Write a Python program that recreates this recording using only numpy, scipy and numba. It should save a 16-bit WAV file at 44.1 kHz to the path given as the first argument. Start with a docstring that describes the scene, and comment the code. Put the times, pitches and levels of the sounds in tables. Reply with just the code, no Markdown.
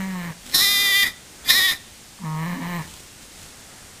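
"""Lamb and sheep in a pen

A small lamb bleats twice, close by: bright vocal-fold pulses ring its throat, mouth and nose.
Before and after, a sheep farther off gives a low, closed-mouth rumble; the second cracks midway.
Both voices bounce off the plywood pen. Straw rustles faintly over the barn's hush, all in mono."""
import sys
import numpy as np
from scipy import signal
from scipy.fft import rfft, irfft, next_fast_len
from scipy.io import wavfile
from scipy.ndimage import map_coordinates
from numba import njit

SR = 44100
rng = np.random.default_rng(int(sys.argv[2]) if len(sys.argv) > 2 else 0)


def bounce(signal):
    """Save signal as a 16-bit WAV file at the path given by the first command-line argument."""
    frames = np.transpose(np.atleast_2d(signal))
    limited = np.clip(frames, -1, 1)
    pcm = np.round(limited * 32767).astype(np.int16)
    wavfile.write(sys.argv[1], SR, pcm)


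N = 176400
T = np.arange(N) / SR

# the melody of each bleat (time [s], pitch [Hz])
LAMB_PITCH = [
    [(0.53, 341.5), (0.562, 375.9), (0.58, 361), (0.6, 372), (0.636, 411.6), (0.652, 393.5), (0.698, 405),
     (0.736, 404.7), (0.768, 396.8), (0.81, 404.7), (0.868, 398.2), (0.878, 390.6), (0.902, 402.8),
     (0.928, 386.8), (0.952, 394.2), (0.968, 401), (1.028, 398.3), (1.04, 384), (1.052, 398.5), (1.06, 399)],
    [(1.47, 341.3), (1.492, 351.6), (1.506, 365.4), (1.522, 337.4), (1.53, 340.8), (1.558, 377),
     (1.582, 391), (1.602, 368.9), (1.662, 385.5), (1.68, 361.8), (1.698, 368), (1.71, 353), (1.73, 365)],
]
# the push behind each bleat (time [s], level [dB], throat boost [dB], treble boost [dB])
LAMB_EFFORT = [
    [(0.51, -52, -2, 1), (0.538, -35, 10, -1), (0.548, -16, -5, -1), (0.568, -21.5, -6, 1),
     (0.592, -21.5, -7.5, -1.5), (0.618, -21, 1, -1.5), (0.698, -24, 1, -2.5), (0.942, -24.5, 7, -4),
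     (1.032, -22.5, 6, -5), (1.05, -35.5, 17.5, 0), (1.07, -32, 12.5, -1.5), (1.12, -54.5, 11, 3)],
    [(1.445, -51, -2, -10), (1.453, -44, 2, 1), (1.475, -42, 13, 5.5), (1.493, -18, -9, -6.5),
     (1.505, -16.5, 6.5, -2.5), (1.517, -21.5, 1.5, -2), (1.667, -24, 5.5, -5.5), (1.721, -24.5, 2.5, -5.5),
     (1.747, -44, 15, 2), (1.77, -49, -7, 0)],
]
# hoarse at both ends, clear in the middle (time [s], roughness [0-1])
LAMB_ROUGH = [
    [(.53, .4), (.555, .21), (.585, .3), (.62, .2), (.67, .11), (.8, .07), (.93, .09), (1.025, .12),
     (1.048, .7), (1.09, .9)],
    [(1.46, .55), (1.5, .21), (1.54, .27), (1.58, .15), (1.66, .15), (1.7, .24), (1.725, .75)],
]
# the mouth opens at once and closes slowly (time [s], mouth resonance [Hz])
LAMB_MOUTH = [
    [(0.54, 4080), (0.6, 3950), (0.708, 3730), (1.0, 3420), (1.08, 3644)],
    [(1.48, 3530), (1.528, 4000), (1.662, 3540), (1.74, 3800)],
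]
# chest body (frequency [Hz], gain [dB])
LAMB_CHEST = [(100, -24), (400, -14), (780, -9), (1000, 0), (1180, 4), (1450, -2), (1700, -6), (2600, -30)]
# throat ring (frequency [Hz], gain [dB])
LAMB_THROAT = [(900, -39), (1550, -28.5), (1800, 5), (1980, 11), (2200, -8), (2420, 0), (2650, -26),
               (3400, -40)]
# top-end sizzle (frequency [Hz], gain [dB])
LAMB_TREBLE = [(2500, -21.5), (4300, -20), (5300, -12), (6000, -2), (6900, -0.5), (7700, -5), (9000, -4),
               (9800, -7), (11100, 1.5), (11700, -8), (12350, -0.5), (13300, -15), (14050, 0.5),
               (14600, -19), (15400, -6)]
# rasp of the air: low flutter, faint hiss (frequency [Hz], gain [dB])
LAMB_RASP = [(25, 7.5), (110, 4), (280, 13.5), (450, -3), (800, 4), (1500, 4.5), (2700, -3), (5500, -4),
             (9000, -2.5), (12000, -23), (15000, -23)]

# the melody of each rumble (time [s], pitch [Hz])
SHEEP_PITCH = [
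    [(0, 189), (.1, 190.3), (.156, 182.5), (.25, 171), (.31, 163.3)],
    [(2.21, 193.2), (2.262, 155.7), (2.362, 156.6), (2.444, 163.5), (2.466, 170.8), (2.496, 179.4),
     (2.518, 175.3), (2.55, 185), (2.576, 180.9), (2.652, 168.6), (2.664, 165.5), (2.706, 178),
     (2.77, 172.4), (2.82, 149)],
]
# the push behind each rumble (time [s], level [dB], low resonance [dB], high resonance [dB])
SHEEP_EFFORT = [
    [(0.0, -30.5, -18.5, -3.5), (0.068, -32, -14, -9), (0.102, -31, -27, -8.5), (0.156, -31, -11, -10.5),
     (0.248, -33.5, -16.5, -3.5), (0.304, -34.5, -7.5, -6), (0.325, -49.5, -4, 8.5)],
    [(2.19, -61, 12, -4), (2.202, -50, -23, -13), (2.218, -40, -9.5, -26), (2.25, -31.5, -8.5, -13.5),
     (2.32, -31, -6, -16.5), (2.428, -31, -6.5, -6), (2.536, -29, -12.5, -8.5), (2.602, -48, 2.5, 4.5),
     (2.62, -35.5, -6, -3), (2.76, -30, -7.5, -4.5), (2.812, -32, -9, -7.5), (2.86, -69, -11, 23)],
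]
# the gravel in each rumble (time [s], roughness [0-1])
SHEEP_ROUGH = [
    [(0, .15), (.24, .2), (.29, .7)],
    [(2.22, .5), (2.27, .1), (2.38, .17), (2.52, .4), (2.58, .8), (2.66, .55), (2.71, .15), (2.77, .17),
     (2.81, .65)],
]
# the low resonance (frequency [Hz], gain [dB])
SHEEP_LOW = [(170, -25), (290, -5), (370, -15), (530, -13), (630, -18), (790, -9), (940, 3), (1100, 0),
             (1280, -5), (1500, -15), (2200, -40)]
# the high, husky resonance (frequency [Hz], gain [dB])
SHEEP_HIGH = [(1100, 6), (1550, 7.5), (1750, 15.5), (1920, 14), (2150, 12), (2600, 1.5), (3000, 3.5),
              (3500, -9.5), (4100, 1.5), (5000, -26), (11000, -15), (12000, -13), (13300, -18), (14100, 3),
              (14600, -26), (15100, -9.5)]
# the voice cracks or grunts (time [s], length [s], pitch [Hz], level [dB])
CRACKS = [(0.477, 0.034, 245, -46), (2.24, 0.032, 215, -35.5), (2.59, 0.077, 263, -31),
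          (2.87, .17, 84, -47)]

# slaps off the bedding and plywood (delay [s], gain [dB])
WALL_ECHOES = [(.00056, -25), (.0017, -23.5), (.0055, -29.5)]
# the barn's tail (frequency [Hz], time to fall 60 dB [s])
BARN_DECAY = [(150, 0.39), (1000, 0.64), (2000, 0.43), (3500, 0.5), (8000, 0.1), (14000, 0.083)]
# straw shifts underfoot (time [s], length [s], level [dB])
RUSTLES = [(0.52, 0.16, -38), (2.904, 0.36, -44.5), (3.233, 0.079, -47.5), (3.425, 0.15, -44)]
# the straw's colour (frequency [Hz], gain [dB])
STRAW_COLOUR = [(200, 3), (700, -6.5), (2000, -7), (3400, -1.5), (5000, -6.5), (8000, -3), (12000, -14)]
# room tone (frequency [Hz], gain [dB])
HUSH_COLOUR = [(12, -7), (20, -2), (27, -2), (64, -0.5), (119, -1.5), (148, -4), (273, -4), (305, -7),
               (611, -11), (853, -10.5), (954, -14.5), (1810, -11.5), (6320, -11.5), (8580, -12),
               (15400, -25.5)]
# the hiss rides up with the bleats (time [s], level [dB])
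HISS_LEVEL = [(0.0, -43.5), (0.5, -66), (0.58, -38), (0.71, -38.5), (0.92, -35.5), (1.07, -57),
              (1.34, -53.5), (1.6, -33), (1.76, -60), (2.88, -57), (3.77, -49.5), (4.0, -52)]
# the hiss's colour (frequency [Hz], gain [dB])
HISS_COLOUR = [(2000, 7), (4500, -29), (6500, 5), (8500, 2.5), (10500, -10.5), (15000, -23)]


def lamb(pitch, effort, mouth, roughness):
    """A bleat: bright pulses ring the throat and the mouth, whose resonance sinks as it closes."""
    hz, rough, mouth_hz = curves(pitch) + curves(roughness) + curves(mouth)
    db, throat_db, treble_db = curves(effort)
    level = amp(db) * call_gate(effort)
    voice, phase = folds(hz, rough, jitter=.026, flutter_rate=220, shimmer_db=1.6, air=1.2)
    voice = smear(voice * amp(0.77 * wobble(60.43)))
    breath = rng.standard_normal(N) * (2 + np.cos(phase))
    nose_hz = 1.323 * mouth_hz
    edge_hz = 11860 + 1.1 * (4030 - mouth_hz)  # a thin ring that climbs as the mouth closes
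    layers = [(colour(voice, LAMB_CHEST), -15 + 0.054 * throat_db),
              (colour(voice, LAMB_THROAT), -3 + throat_db),
              (formant(voice, mouth_hz, width_hz=350), 2),
              (formant(voice, nose_hz, width_hz=380), 0.5 + treble_db),
              (colour(voice, LAMB_TREBLE), 1 + treble_db),
              (formant(voice, edge_hz, width_hz=310), -9 + treble_db),
              (colour(breath, LAMB_RASP), -19 + 24 * rough + treble_db)]
    return level * sum(amp(gain_db) * unit(layer, level) for layer, gain_db in layers)


def folds(hz, rough, jitter, flutter_rate, shimmer_db, air):
    """Vocal folds: a pulse and a puff of air each cycle, uneven when rough. Returns sound and phase."""
    cycles = np.cumsum(hz * (1 + jitter * rough * wobble(flutter_rate))) / SR
    phase = 2 * np.pi * cycles
    onsets = np.interp(np.arange(1, cycles[-1]), cycles, np.arange(N))
    # uneven timing frays the treble first: random scatter plus a second, slower vibration
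    scatter_s = 20e-6 * np.sqrt(rough) * rng.standard_normal(N)
    swing_s = 13e-6 * np.sin(0.28 * phase + wobble(24.93))
    onsets += SR * (scatter_s + swing_s)[onsets.astype(int)]
    # a windowed sinc lands each pulse between samples
    taps = np.floor(onsets)[:, None] + np.arange(-7, 9)
    offset = taps - onsets[:, None]
    shape = np.sinc(offset) * np.cos(np.pi * offset / 16) ** 2
    pulses = unit(np.bincount(np.clip(taps, 0, N - 1).astype(int).ravel(), shape.ravel(), N))
    pulses *= amp(shimmer_db * np.sqrt(rough) * wobble(flutter_rate * 2))
    puffs = unit(rng.standard_normal(N) * (2 + np.cos(phase - 1)))
    air_share = np.clip(air * rough ** 2, 0, .9)
    return np.sqrt(1 - air_share) * pulses + np.sqrt(air_share) * puffs, phase


def smear(x, spread_s=0.000885):
    """Head and nose delay each frequency differently, softening the spike of each pulse."""
    hz = np.fft.rfftfreq(N, 1 / SR)
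    delay_s = spread_s * np.sin(np.pi * hz / 2600) ** 2
    return irfft(rfft(x) * np.exp(-2j * np.pi * np.cumsum(delay_s) * SR / N), N)


def formant(x, hz, width_hz):
    """A gliding vocal resonance, run twice for steep skirts."""
    turn, keep = 2 * np.pi * hz / SR, np.exp(-2 * np.pi * width_hz / SR)
    return resonate(resonate(x, turn, keep), turn, keep)


@njit
def resonate(x, turn, keep):
    """A swept band-pass: turn is its centre in radians a sample, keep sets its ring."""
    y = np.zeros(len(x))
    for i in range(2, len(x)):
        y[i] = 2 * keep * np.cos(turn[i]) * y[i - 1] - keep * keep * y[i - 2] + x[i] - x[i - 2]
    return y


def sheep(pitch, effort, roughness):
    """A closed-mouth rumble: a strong hum under two weaker, husky resonances."""
    hz, rough = curves(pitch) + curves(roughness)
    db, low_db, high_db = curves(effort)
    level = amp(db) * call_gate(effort)
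    voice, phase = folds(hz, rough, jitter=.05, flutter_rate=110, shimmer_db=2.5, air=1.5)
    husk = amp(-7) * rng.standard_normal(N)
    low = unit(colour(voice, SHEEP_LOW), level)
    high = unit(colour(voice + husk, SHEEP_HIGH), level)
    hum = np.sqrt(2) * np.sin(phase) * amp(2.5 * rough * wobble(120))
    return level * (amp(2.5) * hum + amp(2 + low_db) * low + amp(1 + high_db) * high)


def cracks():
    """Short, shaky tones where the sheep's voice breaks register."""
    mix = np.zeros(N)
    for time, length, hz, db in CRACKS:
        tone = np.sqrt(2) * np.sin(2 * np.pi * hz * T + .5 * wobble(120))
        mix += amp(db + 1.5 * wobble(120)) * swell(time, length) * tone
    return mix


def pen(voice, wet_db):
    """A voice with its early slaps off the pen and the barn's short tail."""
    hz, t, spectrum = signal.stft(rng.standard_normal(SR // 2), SR, nperseg=256)
    decay = amp(-60 * t / along(BARN_DECAY, hz)[:, None])
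    _, tail = signal.istft(spectrum * decay, SR, nperseg=256)
    early = sum(amp(db) * np.pad(voice, (int(delay * SR), 0))[:N] for delay, db in WALL_ECHOES)
    return voice + early + amp(wet_db) * signal.fftconvolve(voice, tail / np.linalg.norm(tail))[:N]


def straw():
    """Bedding shifts underfoot in soft, grainy swells."""
    crackle = rng.standard_normal(N) * amp(3.3 * wobble(400))
    grain = unit(colour(crackle, STRAW_COLOUR))
    return grain * sum(amp(db) * swell(time, length) for time, length, db in RUSTLES)


def barn(hush_db=-44.5, hiss_trim_db=-1.5):
    """The bed: a steady hush, and a hiss that swells and sinks."""
    hiss_db, = curves(HISS_LEVEL)
    hush = amp(hush_db + 0.2 * wobble(8.42)) * unit(colour(rng.standard_normal(N), HUSH_COLOUR))
    hiss = amp(hiss_db + hiss_trim_db) * unit(colour(rng.standard_normal(N), HISS_COLOUR))
    return hush + hiss


def amp(db):
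    """Decibels to gain."""
    return 10 ** (np.asarray(db) / 20)


def unit(x, weight=None):
    """x at rms 1 where the weight lies."""
    return x / np.sqrt(np.average(x ** 2, weights=weight) + 1e-20)


def along(points, hz):
    """Read a curve on a log frequency axis."""
    knots_hz, values = np.transpose(points)
    return np.interp(np.log(hz + 1), np.log(knots_hz + 1), values)


def curves(rows):
    """A list of automation lanes, one for each column after the time."""
    times, *columns = np.transpose(rows)
    return [np.interp(T, times, column) for column in columns]


def call_gate(rows, fade_s=0.011):
    """Open during a call, with short fades outside it."""
    return np.clip(1 + np.minimum(T - rows[0][0], rows[-1][0] - T) / fade_s, 0, 1)


def swell(time, length):
    """A bell-shaped rise and fall around a time."""
    return np.exp(-(2 * (T - time) / length) ** 2)


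def wobble(rate):
    """A smooth random curve, rate knots a second."""
    return map_coordinates(rng.standard_normal(N // 8), [T * rate], order=3, mode="wrap")


def colour(x, points, size=4096):
    """A minimum-phase EQ through the points (frequency [Hz], gain [dB])."""
    cepstrum = irfft(np.log(amp(along(points, np.fft.rfftfreq(size, 1 / SR)))))
    cepstrum[1:size // 2] *= 2
    cepstrum[size // 2 + 1:] = 0
    return signal.fftconvolve(x, irfft(np.exp(rfft(cepstrum))))[:N]


def scene():
    """The close lamb and the farther, wetter sheep over straw and barn, alike in both channels."""
    bleats = sum(map(lamb, LAMB_PITCH, LAMB_EFFORT, LAMB_MOUTH, LAMB_ROUGH))
    rumbles = sum(map(sheep, SHEEP_PITCH, SHEEP_EFFORT, SHEEP_ROUGH)) + cracks()
    mono = pen(bleats, wet_db=-22) + pen(rumbles, wet_db=-17) + straw() + barn()
    return np.array([mono, mono])


def record(dry):
    """A brick-wall high cut on the mix."""
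    top_hz = 15500
    size = next_fast_len(N + SR // 2)
    passband = np.fft.rfftfreq(size, 1 / SR) < top_hz
    return irfft(rfft(dry, size) * passband, size)[:, :N]


dry = scene()
out = record(dry)
bounce(out)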